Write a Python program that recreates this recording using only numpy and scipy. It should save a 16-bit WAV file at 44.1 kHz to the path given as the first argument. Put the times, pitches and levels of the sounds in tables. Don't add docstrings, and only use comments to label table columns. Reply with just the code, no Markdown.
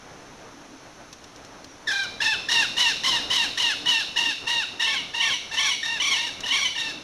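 import sys
import numpy as np
from scipy import signal
from scipy.fft import rfft, irfft, next_fast_len
from scipy.io import wavfile
from scipy.ndimage import map_coordinates

SR = 44100
rng = np.random.default_rng(int(sys.argv[2]) if len(sys.argv) > 2 else 0)


def persist_wave(psi):
    counts = np.round(np.clip(psi, -1, 1) * 32767).astype(np.int16)
    wavfile.write(sys.argv[1], SR, np.atleast_2d(counts).T)


N = 310023


def amp(db):
    return 10 ** (np.asarray(db) / 20)


def unit(x):
    return x / np.sqrt(np.mean(x ** 2) + 1e-20)


def ramp(x):
    return np.clip(x, 0, 1)


def bump(x, centre, width):
    return np.exp(-((x - centre) / width) ** 2)


def along(points, hz):
    f, v = np.transpose(points)
    return np.interp(np.log(hz + 1), np.log(f + 1), v)


def wobble(knots_per_s, size):
    knots = rng.standard_normal(512)
    return map_coordinates(knots, [np.arange(size) * knots_per_s / SR], mode="wrap")


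def filtered(x, response):
    size = x.shape[-1]
    padded = next_fast_len(size + 4096)
    return irfft(rfft(x, padded) * response(np.fft.rfftfreq(padded, 1 / SR)), padded)[..., :size]


def noise(colour, size):
    return unit(filtered(rng.standard_normal(size), lambda hz: amp(along(colour, hz))))


def add(track, start_s, sound):
    span = track[round(start_s * SR):][:len(sound)]
    span += sound[:len(span)]


# time in seconds, relative level in dB.
RUSH_LEVEL_DB = [(0.0, -49.5), (0.72, -52), (2.8, -47.5), (3.25, -43), (4.01, -48.5), (6.93, -49),
                 (7.03, -48.5)]
# frequency in Hz, relative density in dB.
RUSH_SPECTRUM = [(20, -3.5), (60, -3.5), (130, -0.5), (240, -2), (400, -1), (700, -1.5), (1000, -4),
                 (1500, -6), (3000, -18), (8000, -51)]
HISS_SPECTRUM = [(100, 5), (1000, 6.5), (3000, 2), (4500, 2), (6200, 5.5), (7200, -7.5), (8000, -14),
                 (10000, -9.5), (14000, -27)]


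def background(throb_hz=285, half_width_hz=35):
    level_db = np.interp(np.arange(N) / SR, *np.transpose(RUSH_LEVEL_DB))
    rush = amp(2.2 * wobble(16, N)) * noise(RUSH_SPECTRUM, N)
    hollow = filtered(rng.standard_normal(N), lambda hz: 1 / (1 + ((hz - throb_hz) / half_width_hz) ** 2))
    throb = amp(-9.5 + 5.3 * wobble(11, N)) * unit(hollow)
    return amp(level_db + 2) * (rush + throb) + amp(-50) * noise(HISS_SPECTRUM, N)


def far_bird(start_s=1.66, length_s=.1, pitch_hz=5750, level_db=-55):
    out, size = np.zeros(N), round(length_s * SR)
    phase = 2 * np.pi * np.cumsum(pitch_hz * (1 + 0.015 * wobble(150, size))) / SR
    add(out, start_s, amp(level_db) * np.sqrt(2 * np.hanning(size)) * np.sin(phase))
    return out


# start in seconds, relative level in dB.
TICK_EVENTS = [(1.1281, -31.5), (1.2414, -37.5), (1.3613, -39), (1.4486, -39), (1.6436, -34), (6.406, -28)]
# frequency in Hz, relative density in dB.
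TICK_SPECTRUM = [(100, -8), (300, 4), (700, -7), (2000, -6), (3500, 1.5), (6000, 4), (8000, -12),
                 (13000, -25)]


def ticks(t60_s=0.04):
    out, age = np.zeros(N), np.arange(SR // 8) / SR
    for start_s, db in TICK_EVENTS:
        add(out, start_s, amp(db - 2.0 - 60 * age / t60_s) * noise(TICK_SPECTRUM, len(age)))
    return out


# frequency in Hz, T60 in seconds.
WOOD_T60_S = [(300, 0.13), (1500, 0.92), (3500, 0.67), (6000, 0.89), (12000, 0.81)]
# frequency in Hz, relative gain in dB.
WOOD_SPECTRUM = [(800, -11.5), (1700, -17.5), (2300, 5.5), (2750, -1), (3250, -3), (3750, 8), (6000, -2),
                 (12000, 0)]


def wood(x, build_s=0.0055):
    hz, t, spectra = signal.stft(rng.standard_normal(SR), SR, nperseg=256)
    level_db = along(WOOD_SPECTRUM, hz)[:, None] - 60 * t / along(WOOD_T60_S, hz)[:, None]
    envelope = amp(level_db) * (1 - np.exp(-t / build_s))
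    tail = signal.istft(spectra * envelope, SR, nperseg=256)[1]
    return signal.fftconvolve(x, tail / np.linalg.norm(tail))[:N]


def trunks(x, count=12, spread_s=.07):
    echoes = np.zeros(SR // 2)
    for lag, strength in rng.uniform(0, 1, (count, 2)):
        add(echoes, .002 + spread_s * lag, np.array([strength * (1 - lag / 2)]))
    return signal.fftconvolve(x, echoes / np.linalg.norm(echoes))[:N]


def bill(hz, centre_hz=2950, width_hz=380):
    return bump(hz, centre_hz, width_hz)


# frequency in Hz, relative density in dB.
RASP_SPECTRUM = [(200, -16), (600, -14.5), (1050, 1), (1350, -7), (2000, 2.5), (2400, -4.5), (3000, 4),
                 (4000, 7), (4700, 2.5), (5600, 4), (6700, -2.5), (7400, -12.5), (10000, -14.5),
                 (14000, -27)]


def air_rasp(phase, flutter, bill_db):
    size = len(phase)
    puffs = unit(amp(2.4 * flutter + 2.9 * np.cos(phase) + 2.6 * wobble(93.7, size)))
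    air = puffs * rng.standard_normal(SR // 2)[:size]
    return unit(filtered(air, lambda hz: amp(along(RASP_SPECTRUM, hz) + bill_db * bill(hz))))


def syrinx(gesture, throat, break_s, bill_db, flicker_db, crack, jitter, flutter_am, flutter_fm,
           rasp_gain_db, flutter_hz=285, attack_s=0.0033, release_s=0.0021, air_release_s=.024):
    pitch_hz, tone_db, rasp_db = gesture
    size = len(pitch_hz)
    age = np.arange(size) / SR
    left_s = age[::-1]
    push_db = np.clip(rasp_db - tone_db + 1.0, -8, 5)
    strain = np.clip(amp(push_db), .35, .85) + crack * bump(age, 0, 0.068)
    flutter = np.sin(2 * np.pi * np.cumsum(flutter_hz * (1 + 0.184 * wobble(170.3, size))) / SR)
    pitch_hz = pitch_hz * (1 + 0.0102 * strain * wobble(129.9, size))
    detune = strain * (jitter * wobble(910.5, size) + flutter_fm * flutter)
    phase = 2 * np.pi * np.cumsum(pitch_hz * (1 + detune)) / SR
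    order = np.arange(1, 13)[:, None]
    partial_hz = order * pitch_hz
    doubling = amp(flicker_db * strain * wobble(118.4, size)) * ramp(age / break_s) ** 2
    edge_db = (2.0 + 0.69 * push_db) * ramp((partial_hz - 3300) / 1500)
    gains = amp(along(throat, partial_hz) + bill_db * bill(partial_hz) + edge_db)
    gains *= np.where(order % 2, doubling, 1)
    gains /= np.linalg.norm(gains, axis=0)
    partials = np.sin(order * phase + rng.uniform(0, 2 * np.pi, order.shape))
    tone = np.sqrt(2) * np.sum(gains * partials, axis=0)
    tone *= 1 + flutter_am * strain * flutter
    tone *= 1 + 0.41 * np.tanh(strain * wobble(128.5, size))
    rasp = air_rasp(phase, flutter, bill_db) * ramp(left_s / air_release_s)
    gate = ramp(age / attack_s) * ramp(left_s / release_s)
    return gate * (amp(tone_db) * tone + amp(rasp_db + rasp_gain_db) * rasp)


# share of the length, base pitch in Hz, base warble depth as a
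# share of pitch, tone offset in dB.
SCREAM_ARCH = [(0, 996.7, 0.047, 2), (.075, 1058, 0.068, 1.5), (.19, 1083, 0.074, -1),
               (.47, 1147, 0.032, -2.5), (.68, 1085, .04, -1.5), (.82, 988, 0.013, 1.5),
               (1, 955, 0.0069, -3)]


def scream_gesture(length_s, pitch_ratio, warble_hz, warble_ratio, tone_db, rasp_db,
                   crest_s=.0295, swell_s=.012, rasp_rise_s=0.028, fade_s=0.043):
    age = np.arange(round(length_s * SR)) / SR
    share, *columns = np.transpose(SCREAM_ARCH)
    arch_hz, depth, arch_db = (np.interp(age / length_s, share, column) for column in columns)
    warble = warble_ratio * depth * np.cos(2 * np.pi * warble_hz * (age - crest_s))
    pitch_hz = pitch_ratio * arch_hz * (1 + warble)
    fade_db = 11 * ramp(1 - (length_s - age) / fade_s)
    swell_db = 3.5 * ramp(1 - age / swell_s)
    rise_db = 7.5 * ramp(1 - age / rasp_rise_s)
    return pitch_hz, tone_db + arch_db - swell_db - fade_db, rasp_db - rise_db - fade_db / 2


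# frequency in Hz, relative harmonic gain in dB.
SCREAM_THROAT = [(1050, -5.5), (2000, -1), (2300, 6), (3000, 11), (3500, 0), (4300, -5), (5200, -13.5),
                 (5800, 2.5), (6400, -12), (7500, -22), (9700, -21.5), (13000, -38)]
# start and length in seconds, pitch ratio, warble rate in Hz, warble depth ratio,
# relative tone and rasp levels in dB.
SCREAM_CALLS = [ (4.845, 0.18, 0.98, 32.6, .75, -29.5, -38), (5.196, 0.18, 0.99, 30.17, 1.03, -26, -28.5),
                (5.572, 0.19, 1, 30.13, 1.05, -25, -25.5), (5.998, .188, 1.002, 30.13, 1.11, -24.5, -25.5),
                (6.503, 0.2, 1.006, 28.43, 0.87, -25, -27.5), ]


def second_bird():
    out = np.zeros(N)
    for start_s, *shape in SCREAM_CALLS:
        scream = syrinx(scream_gesture(*shape), SCREAM_THROAT, break_s=0.0025, bill_db=1.5,
                        flicker_db=1.8, crack=0.042, jitter=0.0087,
                        flutter_am=0.32, flutter_fm=0.0028, rasp_gain_db=-11)
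        add(out, start_s, amp(1.5) * scream)
    return out


def squawk_gesture(length_s, held_hz, overshoot, drop_share, depth, crest_s, tone_db, swell_db, fade_db,
                   rasp_db, quaver_hz=29.97, quaver_decay_s=0.057, swell_s=.012, drop_s=.06):
    age = np.arange(round(length_s * SR)) / SR
    drop = ramp(1 - (length_s - age) / drop_s) ** 2
    onset = ramp(1 - age / swell_s)
    push = bump(age, 2.9 * crest_s, .034)
    quaver = depth * np.exp(-age / quaver_decay_s) * np.cos(2 * np.pi * quaver_hz * (age - crest_s))
    pitch_hz = held_hz * (1 + overshoot * push + quaver) * (1 - drop_share * drop)
    catch_db = 11.5 * ramp(crest_s / swell_s) * bump(age, .025, 0.0021)
    tone_db = tone_db - swell_db * onset - catch_db - fade_db * age / length_s - 10 * drop
    rasp_db = rasp_db + 6.5 * (bump(age, 0.041, .03) - 1) + 5 * drop - 3 * onset
    return pitch_hz, tone_db, rasp_db


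# frequency in Hz, relative harmonic gain in dB.
SQUAWK_THROAT = [(880, -9), (1400, 9.5), (1620, 7.5), (1850, -2), (2100, -3.5), (2400, -4), (2720, 2),
                 (3020, 13), (3230, -4.5), (3700, -3.5), (4000, -2.5), (4500, -14), (5250, -3), (5800, -16),
                 (7400, -24.5), (13000, -37)]
# start and length in seconds, held pitch in Hz, overshoot, closing drop and quaver
# depth as shares of pitch, first crest in seconds, relative tone level, swell, fade and relative rasp
# level in dB, time to break down an octave in seconds, bill resonance in dB.
SQUAWK_CALLS = [ (1.87, 0.19, 792.3, .13, 0.099, 0.068, 0.0013, -23.5, 6, 5, -30, .067, -8),
                (2.203, .153, 895, -0.019, 0.24, 0.061, 0.022, -24, -2, -0.5, -27, .008, 0.5),
                (2.485, .17, 909, 0.048, 0.24, .06, 0.017, -26, 0, -5, -22.5, 0.049, -1),
                (2.766, .162, 920, .085, 0.19, 0.033, 0.017, -22.5, 6, 0.5, -21.5, 0.0076, 1),
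                (3.033, 0.17, 944, 0.11, 0.14, 0.073, .018, -24.5, 12, 2, -23.5, 0.015, -1),
                (3.299, 0.17, 927, 0.1, 0.23, .06, 0.016, -23, 7, 3.5, -23, 0.0055, 1),
                (3.572, 0.17, 906.4, 0.12, 0.25, .06, 0.014, -24.5, 6, 0.5, -23.5, 0.022, 3.5),
                (3.856, 0.18, 902.4, 0.1, .24, .045, .014, -20.5, 11, 9, -24.5, 0.017, 3),
                (4.159, 0.18, 922, 0.021, .21, 0.067, 0.016, -23, 4, 5, -26, 0.0071, 3),
                (4.465, 0.18, 929, 0.026, .28, 0.041, 0.019, -26, 12, 0, -28, 0.0042, -0.5),
                (4.794, 0.18, 891.5, .045, 0.24, 0.052, .013, -24, 8, 8, -27.5, .0055, 2.5),
                (5.136, .18, 914, 0.021, 0.21, 0.044, 0.017, -28.5, 10, -1.5, -34, 0.0054, -2),
                (5.511, 0.18, 885, 0.038, 0.19, 0.046, .017, -32.5, 6, -3, -33, 0.015, -3.5),
                (5.828, .163, 929, -0.0092, 0.18, 0.048, 0.019, -32, -7, -4, -33.5, 0.069, -3),
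                (6.138, .165, 952, -0.032, 0.17, 0.042, 0.015, -28.5, 14, 5, -31, .01, -1.5),
                (6.433, 0.17, 930, 0.034, 0.2, .07, 0.014, -32, -4, -0.5, -31.5, .0044, 1.5),
                (6.751, 0.18, 896, 0.039, 0.14, 0.043, 0.014, -29, 3, 7.5, -31.5, 0.011, 2), ]


def kingfisher():
    out = np.zeros(N)
    for start_s, *shape, break_s, bill_db in SQUAWK_CALLS:
        squawk = syrinx(squawk_gesture(*shape), SQUAWK_THROAT, break_s, bill_db,
                        flicker_db=6.0, crack=0.5, jitter=.01,
                        flutter_am=0.12, flutter_fm=0.009, rasp_gain_db=-3)
        add(out, start_s, amp(0.72) * squawk)
    return out


def scene():
    birds = kingfisher() + second_bird()
    echoes = amp(-9.5) * trunks(birds) + amp(-5.0) * wood(birds)
    mid = birds + echoes + ticks() + far_bird() + background()
    side = filtered(amp(-36.5) * wood(birds), lambda hz: hz > 2200) + amp(-40) * background()
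    return np.array([mid + side, mid - side])


def record(dry, notch_hz=4840, half_width_hz=160, top_hz=14300):
    port = lambda hz: 1 - 1 / (1 + 1j * (hz - notch_hz) / half_width_hz)
    return filtered(dry, lambda hz: port(hz) * (hz < top_hz))


dry = scene()
out = record(dry)
persist_wave(out)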